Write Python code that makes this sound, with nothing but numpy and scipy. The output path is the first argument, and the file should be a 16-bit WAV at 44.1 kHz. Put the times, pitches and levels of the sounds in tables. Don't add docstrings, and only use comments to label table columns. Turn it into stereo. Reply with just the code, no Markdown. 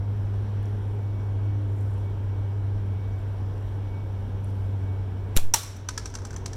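import sys
import numpy as np
from scipy import signal
from scipy.fft import rfft, irfft, next_fast_len
from scipy.io import wavfile
from scipy.ndimage import uniform_filter1d, map_coordinates

SR = 44100
rng = np.random.default_rng(int(sys.argv[2]) if len(sys.argv) > 2 else 0)


def write(x):
    x = np.atleast_2d(x).T
    wavfile.write(sys.argv[1], SR, np.round(np.clip(x, -1, 1) * 32767).astype(np.int16))

N = 289296
TIME = np.arange(N) / SR


def amp(db):
    return 10 ** (np.asarray(db) / 20)


def unit(x):
    return x / np.sqrt(np.mean(x ** 2) + 1e-20)


def along(points, hz):
    freqs, values = np.transpose(points)
    return np.interp(np.log(hz + 1), np.log(freqs + 1), values)


def curves(rows):
    times, *columns = np.transpose(rows)
    return [np.interp(TIME, times, column) for column in columns]


def wobble(rate):
    return map_coordinates(rng.standard_normal(int(N * rate / SR) + 4), [TIME * rate])


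def filtered(x, response):
    n = x.shape[-1]
    size = next_fast_len(n + min(n, SR // 2))
    return irfft(rfft(x, size) * response(np.fft.rfftfreq(size, 1 / SR)), size)[..., :n]


def resonance(f, hz, width_hz, db):
    return amp(db) * 1j * f * width_hz / (hz * hz - f * f + 1j * f * width_hz)


def noise(spectrum, likeness, patchy_db):
    def mid_side(hz):
        angle = np.arccos(np.clip(along(likeness, hz), -1, 1)) / 2
        return amp(along(spectrum, hz)) * [np.cos(angle), np.sin(angle)]
    white = signal.stft(rng.standard_normal((2, N)), nperseg=512)[2]
    patches = uniform_filter1d(rng.standard_normal(white.shape[1:]), size=6, axis=0)
    patches = unit(uniform_filter1d(patches, size=14, axis=1))
    pair = signal.istft(white * amp(patchy_db * patches), nperseg=512)[1][:, :N]
    mid, side = filtered(pair, mid_side)
    return unit(np.array([mid + side, mid - side]))


def burst(start, db, hold, t60, rise):
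    out, first = np.zeros(N), int(np.ceil(start * SR))
    t = np.arange(first, min(N, first + int((hold + 2 * t60) * SR))) / SR - start
    out[first:first + len(t)] = amp(db - 60 * np.maximum(t - hold, 0) / t60) * (1 - np.exp(-t / rise))
    return out


def ring(modes, start, db, spread):
    out, t = np.zeros(N + SR), np.arange(SR // 4) / SR
    attack = 1 - np.exp(-t / 0.00091)
    for hz, mode_db, t60 in modes:
        wave = np.sin(2 * np.pi * hz * rng.normal(1, spread) * t + rng.uniform(0, 2 * np.pi))
        decay = amp(db + mode_db + rng.normal(0, 1.9) - 60 * t / t60)
        out[round(start * SR):][:len(t)] += attack * decay * wave
    return out[:N]


def right_first(left, right):
    return np.array([np.pad(left, (6, 0))[:N], right])


def traffic_and_air():
    # freq_hz, level_db
    traffic = [(15, -28), (30, -8), (60, -7), (85, -12), (120, -13.5), (180, -21), (260, -19), (330, -22.5),
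               (410, -19), (600, -27), (750, -27.5), (920, -27.5), (1200, -35), (1600, -38), (2200, -71.5)]
    air = [(900, -33.5), (1550, -1.5), (2100, -7.5), (2700, -9.5), (3200, -7.5), (4700, -20), (5700, -21),
           (6600, -27), (8600, -28), (12500, -33), (15300, -29.5), (15900, -34), (16400, -50)]
    # freq_hz, correlation
    likeness = [(60, 1), (150, 1), (380, 0.23), (950, 0.26), (2380, -0.068), (5980, -0.091), (15000, -0.11)]
    rumble = amp([[-37.8], [-36.2]]) * noise(traffic, likeness, patchy_db=0.32)
    return rumble + amp(-56.5 + 0.73 * wobble(3.12)) * noise(air, likeness, patchy_db=1.1)


def far_whine(pitch_hz=2250, flicker_db=1.8):
    # time_s, level_db
    swells = [(0.0, -71), (0.85, -71.5), (1.05, -62.5), (1.2, -62), (1.35, -70), (1.49, -60.5), (1.63, -68),
              (2.0, -70), (2.07, -59), (2.16, -74), (2.27, -75), (2.33, -62), (2.42, -68), (2.47, -61),
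              (2.8, -71), (2.94, -61), (3.12, -61), (3.5, -73), (3.75, -69), (3.95, -60), (4.13, -68.5),
              (4.78, -70.5), (4.9, -59), (5.02, -67.5), (6.56, -67)]
    tone = np.sin(2 * np.pi * pitch_hz * TIME + 0.88 * wobble(9.9))
    return amp(curves(swells)[0] + flicker_db * wobble(12)) * tone


def plane():
    # time_s, pitch_hz, level_db, second_harmonic_relative_db
    flight = [(0.0, 100.6, -24, -23), (0.3, 101.1, -24, -19.5), (0.7, 101.5, -24, -23.5),
              (1.2, 100.3, -25, -30.5), (1.51, 100.6, -22.5, -30), (2.21, 98.83, -25, -31),
              (2.6, 99.37, -23.5, -32), (2.9, 98.8, -24.5, -20), (3.2, 98.23, -26.5, -30),
              (3.6, 98.25, -27, -30), (4.05, 98, -27, -25), (4.25, 97.8, -27, -19),
              (4.84, 96.95, -25, -21.5), (5.35, 96.45, -28.5, -21), (5.92, 96.1, -32.5, -30),
              (6.56, 95.9, -33.5, -30)]
    overtones = [-28, -32]
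    hz, db, second_db = curves(flight)
    phase = 2 * np.pi * np.cumsum(hz) / SR
    levels = [db, db + second_db] + [db + under + 4 * wobble(2.45) for under in overtones]
    tone = np.zeros(N)
    for harmonic, level in enumerate(levels, 1):
        gain = amp(level + 0.48 * wobble(7.6) + 0.8 * wobble(40))
        tone += gain * np.sin(harmonic * (phase + 0.41 * wobble(8) + 0.14 * wobble(25)))
    return right_first(amp(-0.6) * tone, amp(0.65) * tone)


def jacket():
    # start_s, hold_s, level_db
    moves = [(0.63, .05, -77), (1.67, 0.29, -73), (3.575, 0.19, -82), (4.42, 0.087, -72)]
    cloth = noise([(3000, -28.5), (6000, 0), (9500, 1.5), (15000, -6)], [(9000, 0.082)], patchy_db=2)
    rubs = sum(burst(start, db, hold, t60=0.53, rise=.03) for start, hold, db in moves)
    rustle = amp(-78.5 + 2 * wobble(4.3))
    return (rustle + rubs) * unit(amp(2 * wobble(150)) * cloth)


def clicks():
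    # start_s, puff_db, pitch_hz
    ticks = [(0.341, -54, 5740), (0.629, -44, 8500), (0.6554, -42, 5750), (0.682, -49, 5480),
             (1.2068, -52, 5590), (3.5789, -45, 5044), (4.4443, -41, 9510), (4.4997, -51, 5410)]
    out, length = np.zeros((2, N)), SR // 20
    for start, db, hz in ticks:
        span = slice(int(start * SR), int(start * SR) + length)
        envelope = burst(start, db, hold=0.00092, t60=0.0074, rise=.0003)[span]
        puff = envelope * rng.standard_normal((2, length))
        out[:, span] += filtered(puff, lambda f: resonance(f, hz, 1200, 0)
                                 - resonance(f, 1.8 * hz, 3000, -9))
    return out


def band_snap(snap_s=5.364):
    # start_s, level_db, length_s, left_minus_right_db, dull_relative_db
    slaps = [(5.3646, -22, .002, 0, 4), (5.3664, -9, .0015, 1, -4), (5.371, -14, .0012, 0, -10),
             (5.3727, -10.5, .0022, 0, -12), (5.3795, -22, .002, 0, -10), (5.383, -35, .0015, 0, 13),
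             (5.3885, -28, .001, 5, -15), (5.394, -34, .002, 1, -6), (5.3975, -30, .0015, 0, -15),
             (5.403, -32, .001, 4, -10)]
    # freq_hz, level_db
    rubber = [(2000, -11.5), (3500, -1.5), (5000, -9), (6000, -8), (8000, -7), (12000, -9), (16500, -19)]
    bright = noise(rubber, [(8000, 0.15)], patchy_db=-0.5)
    dull = noise([(300, -15), (800, -0.5), (2500, -1.5), (4000, -25), (16000, -62)],
                 [(1000, 0.24)], patchy_db=4)
    swell = amp(-40 - 1980 * np.abs(TIME - snap_s)) * (TIME < snap_s)
    whip = swell + burst(snap_s, -31, hold=0.009, t60=0.28, rise=0.0027)
    out = whip * (bright + amp(-2) * dull)
    for start, db, length, pan_db, dull_db in slaps:
        slap = burst(start, db, hold=length / 2, t60=1.6 * length, rise=0.00034)
        out += amp([[pan_db / 2], [-pan_db / 2]]) * slap * (bright + amp(dull_db) * dull)
    return out


def band_twang(slack_s=5.3765, start_hz=1900, halving_s=.0075):
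    hz = start_hz * .5 ** (np.maximum(TIME - slack_s, 0) / halving_s)
    envelope = burst(slack_s, -23.5, hold=0.0062, t60=0.041, rise=0.0011) * amp(4.4 * wobble(300))
    return envelope * np.sin(2 * np.pi * np.cumsum(hz) / SR)


def gust():
    shove = np.exp(-((TIME - 5.367) / .0005) ** 2)
    t = np.clip(TIME - 5.3677, 0, 1)
    rise = 1 - .5 * np.exp(-t / .0009) - .5 * np.exp(-t / .008)
    swing = -(1 - (t / .044) ** 1.5) * np.exp(-(t / .075) ** 2) * rise
    return amp([[-4], [1]]) * swing + np.array([[-.6], [.7]]) * shove


def box_knocks():
    # start_s, level_db, hollow_relative_db
    knocks = [(5.887, -23, -1), (5.9767, -24, -2), (6.0565, -30.5, -3.5), (6.1, -48, -2), (6.1395, -40, -1),
              (6.1516, -32, -2), (6.1863, -46, 4), (6.2178, -52, 7), (6.2504, -36.5, -2), (6.267, -48, -13),
              (6.306, -43, 1.5), (6.3295, -48.5, 2), (6.34, -51, -1), (6.3623, -38.5, 0),
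              (6.4588, -30.5, -9.5), (6.531, -40.5, -1)]
    # freq_hz, level_db
    contact = [(700, -24), (1500, -9), (2800, -7.5), (4600, -4.5), (5800, -7), (7000, -9.5), (9700, -15),
               (11000, -23), (16000, -60)]
    # pitch_hz, level_db, t60_s
    modes = [(1020, -2.5, 0.041), (1333, -0.5, 0.035), (1610, 0.5, 0.04), (5680, -3, 0.014),
             (6030, 6.5, 0.013), (7500, -6.5, 0.016)]
    clink = noise(contact, [(6000, 0.62)], patchy_db=0)
    edge = noise([(9000, -25), (11000, 0), (13000, -4), (16000, -20)], [(6000, .6)], patchy_db=1.5)
    out = np.zeros((2, N))
    for start, db, hollow_db in knocks:
        out += burst(start, db, hold=0.0011, t60=0.04, rise=0.00091) * (clink + amp(-21) * edge)
        out += ring(modes[:3], start, db + hollow_db, spread=0.053)
        out += ring(modes[3:], start, db + .5, spread=0.039)
    return out


def can_strike():
    # start_s, level_db, rattle_s, t60_s
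    strikes = [(5.5376, -10.5, .006, .028)]
    # freq_hz, level_db
    crack_spectrum = [(150, -29), (300, -11), (600, -12), (1000, -1), (1700, 0.5), (3500, -1), (4700, -7),
                      (5700, -6.5), (6600, -9), (8000, -3.5), (11000, -5.5), (14000, -7), (16500, -22)]
    buzz_spectrum = [(300, -10), (800, -6), (2000, -7), (4000, 6), (5000, -6), (8000, -4.5), (14000, -18)]
    thud_spectrum = [(90, -12), (150, -2), (350, 1), (700, -9), (1200, -21)]
    # pitch_hz, level_db, t60_s
    modes = [(924.6, -0.5, 0.055), (830, -4.5, 0.067), (1127, -18.5, 0.43), (1170, -8, 0.07),
             (1230, -13, 0.054), (1350, -23, 0.31), (1995, -6, 0.032), (5100, -12, 0.02),
             (5650, -2.5, 0.04), (5830, 2.5, 0.022), (5830, -.5, 0.026), (6180, 0.5, 0.036),
             (6960, -4, 0.029), (7510, -10, 0.03), (10120, 1, 0.028), (12500, -11, 0.028)]
    crack = noise(crack_spectrum, [(1000, 0.8), (6000, 0.26)], patchy_db=2)
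    buzz = noise(buzz_spectrum, [(1000, 0.67), (6000, 0.27)], patchy_db=0.5)
    thud = noise(thud_spectrum, [(300, 0.84)], patchy_db=1.5)
    out = np.zeros((2, N))
    for start, db, rattle, t60 in strikes:
        out += burst(start, db, rattle, t60, rise=.001) * crack
        out += burst(start, db - 11, rattle, t60=0.24, rise=0.0022) * buzz
        out += burst(start, db - 19.5, rattle, t60=.05, rise=0.0022) * thud
        out += ring(modes, start, db - 2.5, spread=0.0036)
    return out


def yard_echo(direct):
    # delay_s, level_db
    walls = [(0.019, -17), (.094, -26), (.135, -42), (0.226, -40)]
    # freq_hz, t60_s
    decay = [(500, 0.26), (1200, 0.86), (2500, 0.86), (6000, 0.56), (14000, 0.36)]
    hz, t, spectra = signal.stft(direct, SR, nperseg=256)
    power = uniform_filter1d(np.abs(spectra) ** 2, size=7, axis=1)
    fade = amp(-60 * t[:200] / along(decay, hz)[:, None]) ** 2
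    fade[:, 0] = 0
    fade /= fade.sum(axis=1, keepdims=True)
    scattered = signal.fftconvolve(power, fade[None], axes=2)[..., :len(t)]
    white = signal.stft(rng.standard_normal((2, N)), nperseg=256)[2]
    white /= np.sqrt(np.mean(np.abs(white) ** 2))
    tail = signal.istft(np.sqrt(np.abs(scattered)) * white, nperseg=256)[1][:, :N]
    echoes = sum(amp(db) * np.pad(direct, ((0, 0), (round(delay * SR), 0)))[:, :N] for delay, db in walls)
    return amp(-12.5) * tail + echoes


def scene():
    left, right = can_strike() + box_knocks()
    hits = right_first(amp(1.5) * left, right)
    shot = hits + yard_echo(hits) + band_snap() + band_twang() + gust()
    return shot + plane() + traffic_and_air() + far_whine() + jacket() + clicks()


def record(dry, threshold_db=-14, recovery_db_per_s=7, top_hz=16500):
    # centre_hz, width_hz, level_db
    ports = [(5705, 580, 1.5), (7500, 540, -2.5), (9530, 500, -2), (11800, 600, -0.5)]
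    coloured = filtered(dry, lambda hz: 1 + sum(resonance(hz, *port) for port in ports))
    peak_db = 20 * np.log10(np.abs(coloured).max(axis=0) + 1e-9)
    wanted_cut_db = 0.31 * np.maximum(peak_db - threshold_db, 0)
    regained_db = recovery_db_per_s * TIME
    cut_db = np.maximum.accumulate(wanted_cut_db + regained_db) - regained_db
    ducked = coloured * amp(-uniform_filter1d(cut_db, size=90))
    soft_clipped = ducked / (1 + np.abs(ducked) ** 8) ** (1 / 8)
    return filtered(soft_clipped, lambda hz: 1 / (1 + (hz / top_hz) ** 80))


dry = scene()
out = record(dry)
write(out)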